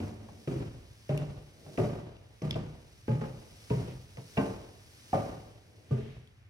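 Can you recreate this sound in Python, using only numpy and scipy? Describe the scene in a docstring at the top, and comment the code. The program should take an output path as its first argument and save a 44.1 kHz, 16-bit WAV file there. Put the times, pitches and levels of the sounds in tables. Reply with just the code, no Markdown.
"""Someone in soft shoes walks down a wooden staircase and steps out onto the floorboards of a large, bare room.
Each heel and roll of the sole sets the board's own pitches booming; shaped noise is the stair frame and room.
Short noise bursts through resonances make the ticks, taps and toe knocks; swells of noise make the scuffs.
Clothes rustle close to the microphone with every stride, as grainy noise over a quiet house murmur."""
import sys
import numpy as np
from scipy import signal
from scipy.io import wavfile
from scipy.ndimage import uniform_filter1d

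SR = 44100
rng = np.random.default_rng(int(sys.argv[2]) if len(sys.argv) > 2 else 0)


def to_wav(s):
    """Save 16-bit WAV."""
    ch = np.atleast_2d(s).T  # columns
    pcm = np.round(np.clip(ch, -1, 1) * 32767)  # PCM
    wavfile.write(sys.argv[1], SR, pcm.astype(np.int16))


N = 286209
TIME = np.arange(N) / SR   # seconds
AGE = np.arange(SR) / SR   # seconds since a blow; a struck sound lasts at most one second

# ring of the stair frame and room: (pitch [Hz], colour [dB], wood t60 [s], room t60 [s], room level [dB],
# left-right likeness [0-1])
HOUSE = [(38, -17, 0.19, 1.2, 3.5, 1), (76, -17, 0.084, 1.56, 2.5, 0.85), (140, -0.5, 0.27, 0.61, -1, 1),
         (261, -4.5, 0.048, 0.71, -5.5, 0.89), (686, -5, 0.16, 1.053, -8.5, 0),
         (1280, -4.5, 0.053, 0.91, -4.5, 0.06), (2420, -1.5, 0.039, 0.86, -3.5, 0.28),
         (3600, -5.5, 0.14, 1.9, -12, 0.66), (11500, -10, 0.026, 0.13, -7, 0.29)]
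# one row per stride, at the heel's landing: (time [s], weight [dB], hardness [dB], heel push [dB],
# heel tick [dB], heel tap [dB], board t60 [s], bass lag [s], push pitch [Hz], direct knock [dB],
# frame shake [dB], rustle [dB], rustle length [s])
STEPS = [(0.002, -33, 7, -2, -36, -13, 0.84, 0.00094, 247, -7, 1.5, -61, 0.12),
         (0.474, -28, -4.5, -1.5, -50, 13.5, 0.2, 0.002, 278, 1.5, 2.5, -62.5, 0.34),
         (1.092, -27, 7, -2, -38, 0, 0.23, 0.0018, 405, -9, -1.5, -64, 0.55),
         (1.775, -22.5, 14, 5.5, -35.5, 1, 0.5, 0.00835, 278, -8, -4.5, -58, 0.2),
         (2.418, -34.5, 1, -5, -42, 11, 0.26, 0.0019, 295, 2.5, 5, -66.5, 0.11),
         (3.079, -25.5, 3.5, 4, -48, 5, 0.36, 0.0049, 277, -7.5, -2, -66, 0.74),
         (3.7, -23, 0.5, 2, -38, 0, 0.27, 0.0089, 224, 3.5, -3.5, -57.5, 0.32),
         (4.369, -20.5, 12, 4, -37, -6, 0.45, 0.0052, 130, -19, -7, -57, 0.28),
         (5.128, -28, 16.5, 5, -62, 0, 0.43, 0.0048, 200, 5.5, -1.5, -58, 0.39),
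         (5.907, -26.5, -5, -2, -66, -2, 0.38, 0.0032, 252, -3.5, -3, -69.5, 0.59)]


def from_db(db):
    """Decibels to gain."""
    return 10 ** (np.asarray(db) / 20)


def rms_one(x):
    """Scale to unit power."""
    return x / np.sqrt(np.mean(x ** 2) + 1e-20)


def at_hz(rows, hz):
    """Read every column of a table at one frequency."""
    points, *columns = np.transpose(rows)
    return [np.interp(np.log(hz), np.log(points), c) for c in columns]


def fade(t60):
    """Exponential decay from the moment of a blow; t60 is the time to drop by 60 dB."""
    return np.exp(-np.log(1000) * AGE / t60)


def add(out, s, sound):
    """Mix a sound in at time s."""
    start = max(round(s * SR), 0)
    out[:, start:start + sound.shape[-1]] += sound[..., :N - start]


def band_pass(order, low_hz, high_hz, x):
    """Keep only the sound between two pitches."""
    return signal.sosfilt(signal.butter(order, [low_hz, high_hz], "band", fs=SR, output="sos"), x)


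def resonance(x, hz, width_hz):
    """A peak with steep skirts: the same peak filter, width_hz wide, applied twice."""
    peak = signal.iirpeak(hz, hz / width_hz, fs=SR)
    return signal.lfilter(*peak, signal.lfilter(*peak, x))


def flutter(size, span):
    """Smooth chance of unit spread that changes about once per span of seconds."""
    width = int(span * SR) + 1
    slow = rng.standard_normal(size)
    for _ in range(2):
        slow = uniform_filter1d(slow, width, mode="wrap")
    return rms_one(slow)


def noise_bands():
    """Roughly third-octave bands of stereo noise of unit power, as alike left and right as HOUSE says."""
    edges_hz = 28 * 2 ** (np.arange(28) / 2.95)
    # one extra second lets the filters settle; neighbouring bands use different noise
    white = rng.standard_normal((2, 2, N + SR))
    for k, (low, high) in enumerate(zip(edges_hz, edges_hz[1:])):
        mid, side = band_pass(2, low, high, white[k % 2])[:, SR:]
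        hz = np.sqrt(low * high)
        alike = np.clip(at_hz(HOUSE, hz)[-1], 0, 1)
        yield hz, rms_one(np.sqrt(1 + alike) * mid + np.sqrt(1 - alike) * side * [[1], [-1]])


def contacts():
    """Every landing and roll as (time [s], weight [dB], hardness [dB]), in order of time."""
    # further contacts on the same tread, as the sole comes down and the weight rolls over it: # (time [s],
    # weight [dB], hardness [dB])
    rolls = [(0.285, -47, -1), (0.508, -30.5, -6), (0.555, -32, -9.5), (0.6, -38.5, -1.5),
             (1.124, -23.5, -16), (1.168, -42, 9.5), (1.229, -39, 0), (1.663, -47, 1), (1.799, -23.5, -10),
             (1.86, -31.5, -2), (1.952, -34.5, 5.5), (2.444, -31, -10), (2.554, -33.5, -0.5),
             (2.75, -53.5, -12), (3.114, -29, -8), (3.211, -33, 7.5), (3.237, -42, 4), (3.735, -26, -14),
             (3.78, -35.5, -36), (3.875, -46, -10), (3.939, -43, -23), (4.172, -42.5, 0.5),
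             (4.426, -33.5, 5), (5.335, -38, -9), (5.972, -31.5, -12), (6.158, -46, -29)]
    return sorted([tuple(step[:3]) for step in STEPS] + [tuple(roll) for roll in rolls])


def stride_contacts(k):
    """The heel of stride k and the rolls that follow it before the next heel."""
    heels = [step[0] for step in STEPS] + [np.inf]
    return [row for row in contacts() if heels[k] <= row[0] < heels[k + 1]]


def stride_at(s):
    """The stride under way at time s."""
    return [step for step in STEPS if step[0] <= s][-1]


def shake_db(s):
    """How much the stride under way at time s shakes the frame."""
    return stride_at(s)[10]


def bass_lag(s, hz):
    """Bending waves in wood travel slower the lower they are, so the boom follows the tick."""
    full_lag_hz = 100   # the pitch that lags by a stride's full bass lag
    return abs(stride_at(s)[7]) * np.sqrt(full_lag_hz / hz)


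def blow_db(weight_db, hardness_db, hz):
    """How strongly a contact drives one frequency: weight lifts every pitch, hardness mostly the higher ones."""
    # how a contact drives the wood: (pitch [Hz], level re weight [dB], share of its hardness added [0-1])
    blow = [(143, -1.5, 0.096), (310, 1.5, 0.56), (590, -2.5, 0.73), (1740, -17, 0.53), (2920, -16.5, 0.37)]
    slope_db, share = at_hz(blow, hz)
    return weight_db + slope_db + share * hardness_db


def stride_swell():
    """Clothes rub hardest just after each landing and calm down between strides."""
    lag_s = 0.064   # the swell peaks this long after the landing
    rise_db, fall_db = 7, 14   # its drop one rustle length before and after the peak
    power = 0
    for s, *_, rustle_db, length in STEPS:
        away = (TIME - s - lag_s) / length
        drop_db = np.maximum(-rise_db * away, fall_db * away)
        power = power + from_db(rustle_db - drop_db) ** 2
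    return np.sqrt(power)


def clothes_and_air(cloth_db, grain_db):
    """Fabric rubs in tiny catches with each stride, over the low murmur of the house."""
    # colour of the rustle: (pitch [Hz], relative level per Hz [dB])
    cloth_colour = [(400, 5), (1000, -6), (2400, -1.5), (3400, -2), (4200, -2.5), (5300, 2.5), (7000, -10),
                    (9000, -4), (11500, -11), (13500, -22.5), (15500, 0)]
    # colour of the quiet house: (pitch [Hz], relative level per Hz [dB])
    air_colour = [(25, 19), (45, -19), (100, 10.5), (170, -10), (450, -18), (900, -22), (2200, -18.5),
                  (5000, -34.5), (15000, -47)]
    air_db = -59
    cloth, air = 0, 0
    for hz, band in noise_bands():
        cloth = cloth + from_db(at_hz(cloth_colour, hz)[0]) * np.sqrt(hz) * band
        air = air + from_db(at_hz(air_colour, hz)[0]) * np.sqrt(hz) * band[:, ::-1]
    catches = from_db(grain_db * rms_one(uniform_filter1d(rng.standard_normal(N), size=200)))
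    rustle = from_db(cloth_db) * stride_swell() * rms_one(cloth * catches)
    return rustle + from_db(air_db) * rms_one(air)


def frame_and_room(level_db, rise_cycles, cushion_s, even_cycles):
    """Each contact shakes the crowded modes of the woodwork, which die fast and leave the room ringing."""
    rattle_db, rattle_s = 1.8, 0.009   # the shaking is uneven: depth and grain length
    out = np.zeros((2, N))
    for hz, band in noise_bands():
        colour_db, wood_t60, room_t60, room_db, _ = at_hz(HOUSE, hz)
        # the energy of a blow is shared evenly among neighbouring modes
        power = uniform_filter1d(np.mean(band ** 2, axis=0), int(even_cycles * SR / hz) + 1)
        # the soft sole spreads the blow, and low modes take longer to build up
        swell = 1 - np.exp(-AGE / (cushion_s + rise_cycles / hz))
        shape = swell ** 2 * (fade(wood_t60) ** 2 + (from_db(room_db) * fade(room_t60)) ** 2)
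        energy = np.zeros((1, N))
        for s, weight_db, hardness_db in contacts():
            drive_db = shake_db(s) + blow_db(weight_db, hardness_db, hz)
            add(energy, s + bass_lag(s, hz), from_db(drive_db) ** 2 * shape)
        out += from_db(level_db + colour_db) * np.sqrt(energy / (power + 1e-9)) * band
    return out * from_db(rattle_db * flutter(N, rattle_s))


def treads(level_db, build_cycles, build_s, room_db, room_t60, ear_spread):
    """The board rings in its own modes; each roll of the sole tops it up, and the room carries it on."""
    # each landing place has its own modes; one line per stride, seven treads and then three spots of floor:
    # (pitch [Hz], level re the heel's weight [dB])
    board_modes = [
        [(102, -2.5), (218, -7), (290, -12.5), (456, -17.5), (726, -21), (844, -32)],
        [(134, 1), (255, -10), (345, -6.5), (405, -8.5), (515, -14.5), (565, -14.5), (654, -19.5), (1229, -30)],
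        [(145, 5), (285, -7), (393, -6), (428, -6.5), (575, -14), (612, -3), (788, -16.5), (1206, -24),
         (2680, -22)],
        [(122, -7.5), (154, -5.5), (219, -12), (378, -6.5), (430, -10), (580, -10.5), (655, -16), (720, -17),
         (1214, -27)],
        [(122, 0.5), (155, 4), (215, -4), (360, -10.5), (483, -7), (635, -9), (780, -18), (1172, -21)],
        [(124, 0.5), (158, -0.5), (222, -6), (392, -26), (445, -10.5), (530, -12), (582, -17), (849, -15.5),
         (1230, -25), (1600, -24.5), (1950, -28), (2400, -29)],
        [(96, -15), (127, 2), (166, -5.5), (280, -15.5), (420, -8), (465, -14), (510, -16.5), (640, -13.5),
         (937, -19.5), (1030, -26.5), (1420, -36), (2440, -23), (2620, -30), (2780, -32)],
        [(127, -15), (200, -10), (272, -12), (355, -12.5), (443, -8), (593, -15), (661, -14), (768, -16),
         (860, -18), (1053, -18.5), (1185, -20.5), (1550, -23), (1760, -28), (1920, -26), (2300, -24),
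         (2720, -16), (2790, -18)],
        [(107, -5), (150, -8.5), (221, -9.5), (272, -12.5), (552, -2), (582, -2.5), (655, -5.5), (730, -5),
         (772, -3), (860, -11), (960, -29), (1048, -11), (1130, -23), (1192, -12), (1350, -26), (1551, -30),
         (1730, -35), (1950, -37), (2440, -31)],
        [(100, -6.5), (126, 1.5), (222, -9), (270, -21), (335, -23), (395, -11.5), (432, -8), (470, -11.5),
         (550, -28), (641, -22), (760, -30), (902, -23), (1200, -31.5), (1500, -31)],
    ]
    twin_db, twin_share = -8, 0.0352   # weaker twin of each mode: level, distance as a share of the pitch
    knock_t60 = 0.08   # seconds; the direct knock before the board settles into ringing
    # each mode wavers in level and phase as the foot rolls and reflections arrive
    waver_db, waver_rad, waver_s = 2.5, 0.6, 0.022
    high_waver_rad = 1.6   # extra phase waver that blurs the highest modes
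    damped_above_hz, damping_power = 1200, 1.3   # above this pitch the modes die ever sooner
    out = np.zeros((2, N))
    for k, modes in enumerate(board_modes):
        heel_s, heel_db, heel_hardness_db, _, _, _, t60, _, _, knock_db, *_ = STEPS[k]
        for hz, mode_db in modes:
            life = min(1, damped_above_hz / hz) ** damping_power
            board = fade(t60 * life)
            room = from_db(room_db) * life * fade(room_t60)
            knock = from_db(knock_db) * fade(knock_t60 * life)
            decay = np.sqrt(board ** 2 + room ** 2 + knock ** 2)
            shape = decay * (1 - np.exp(-AGE / (build_s + build_cycles / hz)))
            power = 0
            for s, weight_db, hardness_db in stride_contacts(k):
                drive_db = blow_db(weight_db, hardness_db, hz) - blow_db(heel_db, heel_hardness_db, hz)
                power = power + np.interp(AGE + heel_s - s, AGE, from_db(drive_db) * shape, left=0) ** 2
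            start, twin_start, detune, apart, twin_apart = rng.standard_normal(5)
            # the less alike left and right are at this pitch, the further apart their phases
            ears = ear_spread * np.array([[1], [-1]]) * (1 - at_hz(HOUSE, hz)[-1])
            phase_waver = (waver_rad + high_waver_rad * (1 - life)) * flutter(len(AGE), waver_s * life)
            phase = 2 * np.pi * hz * AGE + phase_waver
            twin_phase = phase * (1 + twin_share * np.sign(detune))
            twin = np.sin(twin_phase + np.pi * twin_start + ears * twin_apart)
            ring = np.sin(phase + np.pi * start + ears * apart) + from_db(twin_db) * twin
            gain = from_db(level_db + heel_db + mode_db + waver_db * flutter(len(AGE), waver_s))
            add(out, heel_s + bass_lag(heel_s, hz), gain * np.sqrt(power) * ring)
    return out


def soles(level_db, push_cycles):
    """The cushioned impact itself: one short, heavily damped push of air."""
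    out = np.zeros((2, N))
    for s, _, _, push_db, _, _, _, _, hz, *_ in STEPS:
        push = np.sin(2 * np.pi * hz * AGE) * fade(push_cycles / hz) * AGE * hz
        add(out, s + bass_lag(s, hz), from_db(push_db + level_db) * push)
    return out


def heel_ticks():
    """Each landing makes the wood tick: (time [s], ring [dB], bright crack [dB], pitch [Hz])."""
    crack_re_ring_db, note_hz = -18, 2650
    return [(s, tick_db, tick_db + crack_re_ring_db, note_hz) for s, _, _, _, tick_db, *_ in STEPS]


def ticks(ring_db, crack_db, crack_t60, ring_room_db, crack_room_db, room_t60):
    """A joint slips: a brief bright crack rings its small modes and its own note, with a faint room tail."""
    # wood joints tick under the shifting weight: (time [s], ring [dB], bright crack [dB], pitch [Hz])
    joint_slips = [(0.670, -47, -75, 2950), (1.061, -52, -70, 3400), (1.176, -30, -35, 2800),
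                   (2.166, -48, -70, 2850), (2.421, -41, -60, 5500), (2.508, -28, -37, 4950),
                   (2.509, -22.5, -55, 3200), (2.528, -32.5, -66, 3080), (2.542, -32.5, -66, 3080),
                   (3.116, -38, -70, 2250), (3.215, -40, -70, 1600), (4.015, -56, -54, 5100),
                   (4.171, -42, -70, 2300), (4.375, -28, -70, 2700), (5.123, -47, -75, 2600),
                   (5.156, -39, -70, 2000), (5.175, -42, -70, 2400), (6.274, -51, -56, 3300),
                   (6.427, -55, -80, 1700)]
    # what every tick rings with: (pitch [Hz], width [Hz], level [dB])
    joint_modes = [(2350, 500, -6), (2750, 450, -3), (3400, 350, -7), (5060, 600, -9)]
    note_width_hz, note_db = 900, 3
    out = np.zeros((2, N))
    for s, joint_db, bright_db, note_hz in heel_ticks() + list(joint_slips):
        noise = rng.standard_normal((2, 2, len(AGE)))
        # each side borrows half of the other's noise, so the crack is partly shared
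        crack = (noise[0] + noise[0, ::-1] / 2) * fade(crack_t60)
        tail = noise[1] * fade(room_t60)
        drive = crack + from_db(ring_room_db) * tail
        modes = [*joint_modes, (note_hz, note_width_hz, note_db)]
        ring = sum(from_db(db) * resonance(drive, hz, width) for hz, width, db in modes)
        bright = band_pass(4, 6500, 12500, crack + from_db(crack_room_db) * tail)
        add(out, s, from_db(joint_db + ring_db) * ring + from_db(bright_db + crack_db) * bright)
    return out


def heel_taps(level_db, low_hz, high_hz, t60, roll_db):
    """The firm edge of the shoe meets the wood in a short, grainy tap at every landing and roll."""
    tap_hz = 1750   # the pitch at which the strength of the contact is read
    out = np.zeros((2, N))
    for k, (heel_s, _, _, _, _, heel_db, *_) in enumerate(STEPS):
        for s, weight_db, hardness_db in stride_contacts(k):
            tap_db = blow_db(weight_db, hardness_db, tap_hz) + (heel_db if s == heel_s else roll_db)
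            grains = rng.laplace(size=(2, len(AGE))) * fade(t60)
            add(out, s, from_db(tap_db + level_db) * band_pass(4, low_hz, high_hz, grains + 1e-18))
    return out


def toe_knocks():
    """A light, dry knock: a short burst in one broad wood resonance, with a faint room tail."""
    # the toe or the edge of the sole knocks lightly on the wood: (time [s], level [dB], pitch [Hz])
    knocks = [(0.286, -34, 700), (1.662, -35, 600), (1.955, -27, 450), (2.557, -20, 650), (2.752, -38, 560),
              (3.216, -27, 700), (3.237, -28, 850), (3.815, -28, 520), (3.877, -28, 480), (4.171, -29, 520),
              (4.183, -34, 680), (6.165, -40, 430)]
    wood_t60, room_db, room_t60 = 0.06, -16, 0.4   # seconds, dB, seconds
    width_share = 0.8   # width of the resonance as a share of its pitch
    out = np.zeros((2, N))
    shape = np.hypot(fade(wood_t60), from_db(room_db) * fade(room_t60))
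    for s, db, hz in knocks:
        grains = rng.standard_normal((2, len(AGE)))
        burst = (grains + grains.mean(axis=0)) * shape
        add(out, s, from_db(db) * resonance(burst, hz, hz * width_share))
    return out


def scuffs(low_hz, high_hz):
    """A soft sole rubs the wood in a short, dull swell with a little hiss on top."""
    # the sole brushes the wood as it turns or leaves its tread:
    # (time of the peak [s], dull rub [dB], hiss before its trim [dB], time from peak to about a third [s])
    brushes = [(0.364, -57, -79, 0.093), (1.732, -54, -84, 0.15), (3.24, -55, -62, 0.031),
               (3.893, -49.5, -57, 0.058), (4.195, -55.5, -64, 0.016), (5.79, -63, -90, 0.16),
               (6.06, -71, -58.5, 0.16)]
    hiss_low_hz, hiss_high_hz, hiss_trim_db = 1540, 3370, -2.5
    rub = band_pass(3, low_hz, high_hz, rng.standard_normal((2, N)))
    rub = rms_one(rub + rub.mean(axis=0))
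    hiss = band_pass(2, hiss_low_hz, hiss_high_hz, rng.laplace(size=(2, N)))
    hiss = from_db(hiss_trim_db) * rms_one(hiss)
    out = np.zeros((2, N))
    for s, rub_db, hiss_db, length in brushes:
        swell = np.exp(-((TIME - s) / length) ** 2)
        out += (from_db(rub_db) * rub + from_db(hiss_db) * hiss) * swell
    return out


def scene():
    """All sounds come from below and reach the left microphone port slightly later."""
    port_lag_s = 0.00018
    sound = clothes_and_air(cloth_db=3.5, grain_db=1.0)
    sound += frame_and_room(level_db=-8.5, rise_cycles=1.0, cushion_s=0.0071, even_cycles=9.3)
    sound += treads(level_db=0.5, build_cycles=0.8, build_s=0.002, room_db=-12, room_t60=0.75, ear_spread=0.8)
    sound += soles(level_db=-5.5, push_cycles=1.8)
    sound += ticks(ring_db=5, crack_db=-2, crack_t60=0.013, ring_room_db=-22, crack_room_db=-32, room_t60=0.4)
    sound += heel_taps(level_db=-2.0, low_hz=985, high_hz=2710, t60=0.049, roll_db=6.5)
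    sound += toe_knocks()
    sound += scuffs(low_hz=141, high_hz=600)
    left, right = sound
    return np.array([np.interp(TIME - port_lag_s, TIME, left), right])


def record(dry):
    """The microphone sheds the deepest bass and the top is cut."""
    cutoff_hz = 15900
    lean = signal.sosfilt(signal.butter(4, 46, "high", fs=SR, output="sos"), dry)
    return signal.sosfilt(signal.ellip(10, 0.2, 80, cutoff_hz, fs=SR, output="sos"), lean)


dry = scene()
out = record(dry)
to_wav(out)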